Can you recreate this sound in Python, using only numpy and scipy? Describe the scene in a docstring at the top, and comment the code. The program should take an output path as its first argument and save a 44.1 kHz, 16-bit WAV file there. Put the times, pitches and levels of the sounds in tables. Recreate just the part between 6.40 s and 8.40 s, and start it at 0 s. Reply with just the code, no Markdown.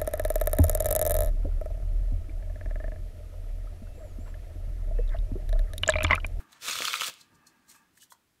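"""In a small room, close to the microphone, a riffled deck of paper cards is let go over a cloth mat.
The cascade is friction noise of sliding faces, a patter of flicking edges (noise bursts and damped modes),
snaps where clumps break free (a crack, then ringing modes) and knocks of packets landing on the mat.
Hands push the deck square: slides are filtered friction noise with a singing edge, taps are damped modes.
Skin brushing the mat, hollow-coloured rubbing of the deck and steady air noise lie beneath."""
import sys
import numpy as np
from scipy import signal
from scipy.fft import rfft, irfft, next_fast_len
from scipy.io import wavfile

SR = 44100
rng = np.random.default_rng(int(sys.argv[2]) if len(sys.argv) > 2 else 0)


def inscribe(sig):
    """Save sig as 16-bit PCM at rate SR to the path in sys.argv[1].

    A 1-D sig is mono; a 2-D sig holds one channel per row.
    Samples are clipped to [-1, 1] before scaling.
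    """
    pcm = np.round(np.clip(np.atleast_2d(sig).T, -1, 1) * 32767)
    wavfile.write(sys.argv[1], SR, pcm.astype(np.int16))


N = 88200

# spectrum of rubbing card faces, also of the cracks of the snaps: [f/Hz, relative level/dB]
FACE_SPECTRUM = [(100, -18.5), (500, -5), (850, -8.5), (1300, 4), (1800, 0.5), (2500, 4.5), (3000, 0.5),
                 (3500, 5), (4700, 1.5), (6500, 2), (8400, -1.5), (10400, -6.5), (12000, -5), (15500, -11)]
MODE_RISE_S = 0.00077  # time constant of the onset of most damped modes


def undb(db):
    """Convert a level in decibels to an amplitude ratio."""
    return 10 ** (np.asarray(db) / 20)


def unit(x):
    """Normalize to an rms value of 1."""
    return x / np.sqrt(np.mean(x ** 2))


def clock():
    """Time of each sample in seconds."""
    return np.arange(N) / SR


def curve(points):
    """Amplitude envelope, linear in level between [t/s, level/dB] points."""
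    at, db = np.array(points).T
    return undb(np.interp(clock(), at, db, left=-120, right=-120))


def colour(x, points, tilt_db=0):
    """Minimum-phase filter through [f/Hz, level/dB] points, tilted in dB per octave, with unit power gain."""
    size = next_fast_len(2 * len(x), real=True)
    size += size % 2
    octave = np.log2(np.maximum(np.fft.rfftfreq(size, 1 / SR), 1))
    hz, db = np.array(points).T
    level_db = np.interp(octave, np.log2(hz), db)
    level_db += tilt_db * np.maximum(octave, np.log2(hz[0]))  # no tilt below the first point
    gain = unit(undb(level_db))
    # folding the cepstrum onto positive times makes the filter causal
    cepstrum = irfft(np.log(gain))
    cepstrum[1:size // 2] *= 2
    cepstrum[size // 2 + 1:] = 0
    return irfft(rfft(x, size) * np.exp(rfft(cepstrum)))[:len(x)]


def above(x, hz, order=6):
    """High-pass (Butterworth): a small body radiates little below a limiting frequency."""
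    return signal.sosfilt(signal.butter(order, hz, "highpass", fs=SR, output="sos"), x)


def burst(decay_s, points, size=4096):
    """Transient broadband noise: it builds quickly, decays exponentially and is coloured by a spectrum."""
    t = np.arange(size) / SR
    rise_s = 0.78 * decay_s
    shape = (1 - np.exp(-t / rise_s)) ** 2 * np.exp(-t / decay_s)
    return colour(rng.standard_normal(size) * shape, points)[:size]


def ring(hz, decay_s, rise_s, spread=0, size=8192):
    """A damped mode; uneven bending of the paper adds two weaker, detuned neighbours."""
    t = np.arange(size) / SR
    wave = np.sin(2 * np.pi * hz * t)
    if spread:
        for side in (-1, 1):
            detuned_hz = hz * (1 + side * spread * (1 + rng.random()))
            wave = wave + .5 * np.sin(2 * np.pi * detuned_hz * t + rng.random())
    return wave * (1 - np.exp(-t / rise_s)) ** 2 * np.exp(-t / decay_s)


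def add(out, at, hit, db):
    """Superpose an impact, its level defined by its energy spread over 4 ms."""
    i = int(np.clip(at * SR, 0, N - 1))
    scale = undb(db) * np.sqrt(.004 * SR / np.sum(hit ** 2))
    out[i:i + len(hit)] += (hit * scale)[:N - i]


def friction():
    """Dry friction: paper fibres catch in dense tiny clicks over a smooth hiss."""
    grains_per_s, grain_spread_db, smooth_power_share = 5000, 4.5, 0.44
    caught = rng.random(N) < grains_per_s / SR
    strength = undb(grain_spread_db * rng.standard_normal(N))
    grains = caught * rng.choice([-1, 1], N) * strength
    smooth = rng.standard_normal(N)
    return np.sqrt(1 - smooth_power_share) * unit(grains) + np.sqrt(smooth_power_share) * smooth


def resonate(x, hz, decay_s):
    """Resonance: convolution with the response of one damped mode, at rms 1."""
    return unit(signal.fftconvolve(x, ring(hz, decay_s, MODE_RISE_S))[:N])


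def air():
    """Stationary background noise of the air: random pressure with a sloping spectrum."""
    # spectrum of the air noise: [f/Hz, relative level/dB]
    air_spectrum = [(25, -14.5), (70, -1), (220, -5.5), (600, -13.5), (2000, -14.5), (15500, -22)]
    return undb(-73) * colour(rng.standard_normal(N), air_spectrum)


def hands():
    """Friction of skin on the mat, and of fingers on the deck, given a hollow colour by resonances."""
    # hands shifting over the mat: [t/s, level/dB]
    brushing = [(0, -55), (.06, -70.5), (.78, -72.5), (.93, -67.5), (1.1, -69), (1.35, -70.5), (1.55, -73),
                (2, -81)]
    # spectrum of skin on the mat: [f/Hz, relative level/dB]
    skin_spectrum = [(30, -22), (70, -9), (230, 1.5), (320, -0.5), (480, -13), (1500, -9.5), (15000, -39)]
    # fingers rubbing the deck, with a hollow colour: [t/s, level/dB]
    deck_rubbing = [(0, -64), (.2, -74.5), (.75, -69), (.9, -72), (1.06, -66.5), (1.24, -76), (1.36, -62),
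                    (1.43, -69), (1.5, -79.5)]
    # resonances that give the hollow colour: [f/Hz, relative level/dB]
    hollow_modes = [(910, 0.5), (1190, 4), (1640, 3), (1780, -3), (2600, -4)]
    hollow_decay_s = 0.007
    hollow = unit(sum(undb(db) * resonate(friction(), hz, hollow_decay_s) for hz, db in hollow_modes))
    brush = colour(rng.standard_normal(N), skin_spectrum)
    return brush * curve(brushing) + hollow * curve(deck_rubbing)


def catching():
    """Stick-slip: the gain of sliding friction wanders at random."""
    spread_db, changes_per_s = 2.2, 190
    steps = clock() * changes_per_s
    return undb(spread_db * np.interp(steps, np.arange(N), rng.standard_normal(N)))


def slides():
    """Sliding friction swells until the cards meet the fingers, then dies away; the free edge resonates."""
    # light slides of card on card:
    # [t of peak/s, level/dB, rise/s, fall/s, treble tilt/(dB per octave), f of the free edge/Hz]
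    strokes = [(.002, -62.5, 0.017, 0.021, 4.5, 1300), (0.122, -58, 0.005, .011, -2.5, 3260),
               (.165, -60.5, .07, 0.033, -9.5, 820), (.667, -34.5, 0.0071, 0.0091, 1.5, 3480),
               (.683, -35.5, .0066, .002, 14, 3460), (.74, -46, 0.0013, .0013, -5, 2800),
               (0.771, -61, 0.041, 0.039, -12, 2480), (0.814, -47.5, .006, .003, -9.5, 4060),
               (0.955, -65, .011, 0.0074, -5, 4270), (1.071, -55.5, 0.0051, 0.013, -5.5, 4250),
               (1.296, -54.5, .009, 0.021, -2.5, 4220), (1.315, -53, 0.014, 0.01, -2.5, 2100),
               (1.352, -59.5, 0.015, .03, -2, 2480), (1.58, -61, 0.019, 0.011, 1.5, 2000),
               (1.623, -54, 0.019, 0.012, -5, 2960), (1.634, -53, 0.0065, 0.0091, -1, 3900),
               (1.708, -56.5, 0.0055, 0.013, 3, 3420), (1.724, -51.5, 0.0065, 0.0058, -1.5, 4110)]
    # spectrum of a slide before its tilt: [f/Hz, relative level/dB]
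    slide_spectrum = [(1500, -6), (2400, -4), (4200, 0), (5100, 0), (6600, 4), (8500, 5), (10300, -1.5),
                      (12200, 1.5), (15500, -5)]
    edge_decay_s, edge_db = 0.0013, -13  # the edge sings faintly, relative to the hiss
    cutoff_share = 0.96  # the hiss is weak below this share of the edge frequency
    out, t, stick_slip = np.zeros(N), clock(), catching()
    for at, db, rise_s, fall_s, tilt_db, hz in strokes:
        fibres = friction() * stick_slip
        swell = np.exp(-np.maximum((at - t) / rise_s, (t - at) / fall_s))
        hiss = unit(above(colour(fibres, slide_spectrum, tilt_db), cutoff_share * hz))
        edge = undb(edge_db) * resonate(fibres, hz, edge_decay_s)
        out += undb(db) * swell * (hiss + edge)
    return out


def taps():
    """Modal excitation: a tap on the edge of the held deck rings a main mode and, by its own share, others."""
    # taps: [t/s, level/dB, f of the main mode/Hz, level of the other modes/dB]
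    tap_events = [(.004, -56.5, 1400, -20), (1.35, -58.5, 1247, -2), (1.5745, -59.5, 1750, -6),
                  (1.627, -58.5, 1696, -14), (1.7201, -47, 1005, -3), (1.736, -61, 996, -5.5),
                  (1.749, -65, 944, -8)]
    # other modes of the deck: [multiple of the main f, relative level/dB, decay/s]
    deck_modes = [(.64, -11, 0.0034), (1.45, -5, 0.0036), (1.93, -11.5, 0.0043), (3.3, -12.5, 0.0034),
                  (4.05, -21, 0.0046)]
    decay_s, rise_s, lowest_hz = 0.0025, .0005, 556
    out = np.zeros(N)
    for at, db, hz, others_db in tap_events:
        others = sum(undb(mode_db) * ring(hz * ratio, mode_decay_s, rise_s)
                     for ratio, mode_db, mode_decay_s in deck_modes)
        add(out, at, ring(hz, decay_s, rise_s) + undb(others_db) * others, db)
    return above(out, lowest_hz)


def snaps():
    """Release of bending energy: a clump's edge cracks or scrapes, and the bent card and the packet ring."""
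    # cards and clumps breaking free: [t/s, crack level/dB, f of the bent card/Hz, card ring level/dB,
    # packet ring level/dB, decay of crack and card/s]
    snap_events = [(.127, -53, 3970, -52, -57.5, 0.0027), (.2805, -30.5, 2360, -46, -42.5, 0.0023),
                   (0.2855, -34, 3360, -48.5, -44, 0.0014), (.2958, -33.5, 3490, -36.5, -38.5, 0.002),
                   (.3098, -39.5, 6700, -32.5, -44.5, 0.0017), (.329, -35, 4390, -31.5, -39.5, 0.0031),
                   (0.3542, -35, 3520, -46, -34.5, 0.0026), (.386, -32.5, 3410, -34.5, -39, .002),
                   (0.421, -34, 2180, -29, -45, 0.00035), (0.443, -35, 5960, -38.5, -34, 0.0044),
                   (0.451, -29.5, 3140, -27.5, -40, 0.0014), (0.475, -39, 4290, -29.5, -36, 0.0013),
                   (0.4805, -34, 2440, -30, -28.5, 0.0012), (.506, -47, 3260, -35.5, -39.5, 0.0017),
                   (.5323, -33, 3700, -32.5, -35.5, 0.00042), (.539, -37, 2427, -25.5, -27, 0.0012),
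                   (.552, -38.5, 3484, -35, -40.5, .002), (.596, -44, 3310, -34.5, -42, 0.0022),
                   (0.6089, -32, 3005, -26.5, -39.5, 0.0011), (0.6174, -33.5, 2340, -38, -29, 0.00074),
                   (.6325, -31.5, 3487, -31.5, -35, 0.0035), (.64, -37.5, 2847, -33, -64.5, 0.0039),
                   (0.696, -40.5, 1076, -46.5, -63, 0.0012)]
    packet_hz, packet_decay_s, packet_lag_s = 1328, 0.0013, 0.00072  # it answers just after the crack
    card_spread, packet_spread = .09, 0.041  # least detuning of the neighbouring modes, share of f
    lowest_hz = 850
    out = np.zeros(N)
    for at, crack_db, hz, card_db, packet_db, decay_s in snap_events:
        add(out, at, burst(decay_s, FACE_SPECTRUM), crack_db)
        add(out, at, ring(hz, decay_s, decay_s, card_spread), card_db)
        packet = ring(packet_hz, packet_decay_s, MODE_RISE_S, packet_spread)
        add(out, at + packet_lag_s, packet, packet_db)
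    return above(out, lowest_hz)


def cascade():
    """Friction of card faces, and edges flicking past unevenly, each a noise burst with its own damped mode."""
    # sliding of the faces: [t/s, level/dB]
    sliding = [(.195, -68), (.224, -44.5), (.25, -39), (.286, -35), (.345, -38), (.40, -38.5), (.43, -37),
               (.475, -38), (.52, -39.5), (.555, -37.5), (.588, -42), (.615, -36.5), (.65, -40.5),
               (.683, -33.5), (.703, -53), (.73, -76), (.80, -62), (.86, -75)]
    # spectrum of a flicking card edge: [f/Hz, relative level/dB]
    edge_spectrum = [(60, -10.5), (300, -12.5), (820, -11.5), (1000, 1.5), (1330, 10.5), (1800, -8.5),
                     (2480, 5), (2900, -10.5), (3400, 14.5), (4100, 3), (6500, -7), (8500, 4), (10500, -22),
                     (15500, -20)]
    start_s, end_s, flicks_per_s = .268, .66, 170
    jitter = .5  # largest shift either way, share of the flick interval
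    flick_db, spread_db, flick_decay_s = -42.5, 4, .0009
    mode_hz, spread_octaves, mode_db, mode_decay_s = 3143, 0.643, 0.5, 0.001  # mode level relative to the burst
    out = colour(friction(), FACE_SPECTRUM) * curve(sliding)
    for at in np.arange(start_s, end_s, 1 / flicks_per_s):
        late, strength, pitch = rng.uniform(-1, 1, 3)
        start = at + jitter * late / flicks_per_s
        db = flick_db + spread_db * strength
        add(out, start, burst(flick_decay_s, edge_spectrum, size=1024), db)
        card_hz = mode_hz * 2 ** (spread_octaves * pitch)
        add(out, start, ring(card_hz, mode_decay_s, MODE_RISE_S), db + mode_db)
    return out


def thuds():
    """Impact: landing packets excite short hollow modes, and the table rumbles in a low band under the hands."""
    # packets landing on the mat: [t/s, level/dB]
    landings = [(.2825, -41.5), (.2945, -40.5), (0.4046, -33), (0.4209, -41.5), (0.4279, -45), (.617, -41),
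                (.6847, -44.5), (.696, -48)]
    # modes of a landing: [f/Hz, relative level/dB, decay/s]
    landing_modes = [(324, -3.5, 0.0016), (500, 2, 0.0013), (1210, 0, 0.0021)]
    # soft rumbles of the table: [t of peak/s, level/dB, time constant of swell and fade/s]
    rumbles = [(.375, -59, 0.062), (0.69, -55.5, 0.008), (0.941, -63, 0.032)]
    lowest_hz, rumble_band_hz = 150, (60, 209.6)
    knocks, t = np.zeros(N), clock()
    for at, db in landings:
        knock = sum(undb(mode_db) * ring(hz, decay_s, MODE_RISE_S) for hz, mode_db, decay_s in landing_modes)
        add(knocks, at, knock, db)
    band = signal.butter(2, rumble_band_hz, "bandpass", fs=SR, output="sos")
    rumble = unit(signal.sosfilt(band, rng.standard_normal(N)))
    pressure = sum(undb(db) * np.exp(-np.abs(t - at) / swell_s) for at, db, swell_s in rumbles)
    return above(knocks, lowest_hz, order=2) + pressure * rumble


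def room(x):
    """Reverberation: quick reflections from hands and table, then the exponential tail of the room."""
    # spectrum of the tail: [f/Hz, relative level/dB]
    tail_spectrum = [(100, 1), (1000, -2.5), (3000, 4.5), (6000, -3.5), (15000, -7)]
    early_db, early_decay_s, late_db, late_t60_s = -9, 0.015, -18, 0.37
    t = clock()[:N // 4]
    early = rng.standard_normal(len(t)) * np.exp(-t / early_decay_s) * (t > .0015)
    late = rng.standard_normal(len(t)) * np.exp(-np.log(1000) * t / late_t60_s) * (t > .008)
    late = unit(colour(late, tail_spectrum))
    echo = (undb(early_db) * unit(early) + undb(late_db) * late) / np.sqrt(len(t))
    return x + signal.fftconvolve(x, echo)[:N]


def scene():
    """Superposition: the cards reverberate; the hands and the air are added directly."""
    cards = room(slides() + taps() + snaps() + cascade() + thuds())
    return (cards + hands() + air())[None]


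def record(dry):
    """Band limitation: the recorder cuts steeply above 15680 Hz with an elliptic low-pass."""
    return signal.sosfilt(signal.ellip(12, .1, 80, 15680, fs=SR, output="sos"), dry)


dry = scene()
out = record(dry)
inscribe(out)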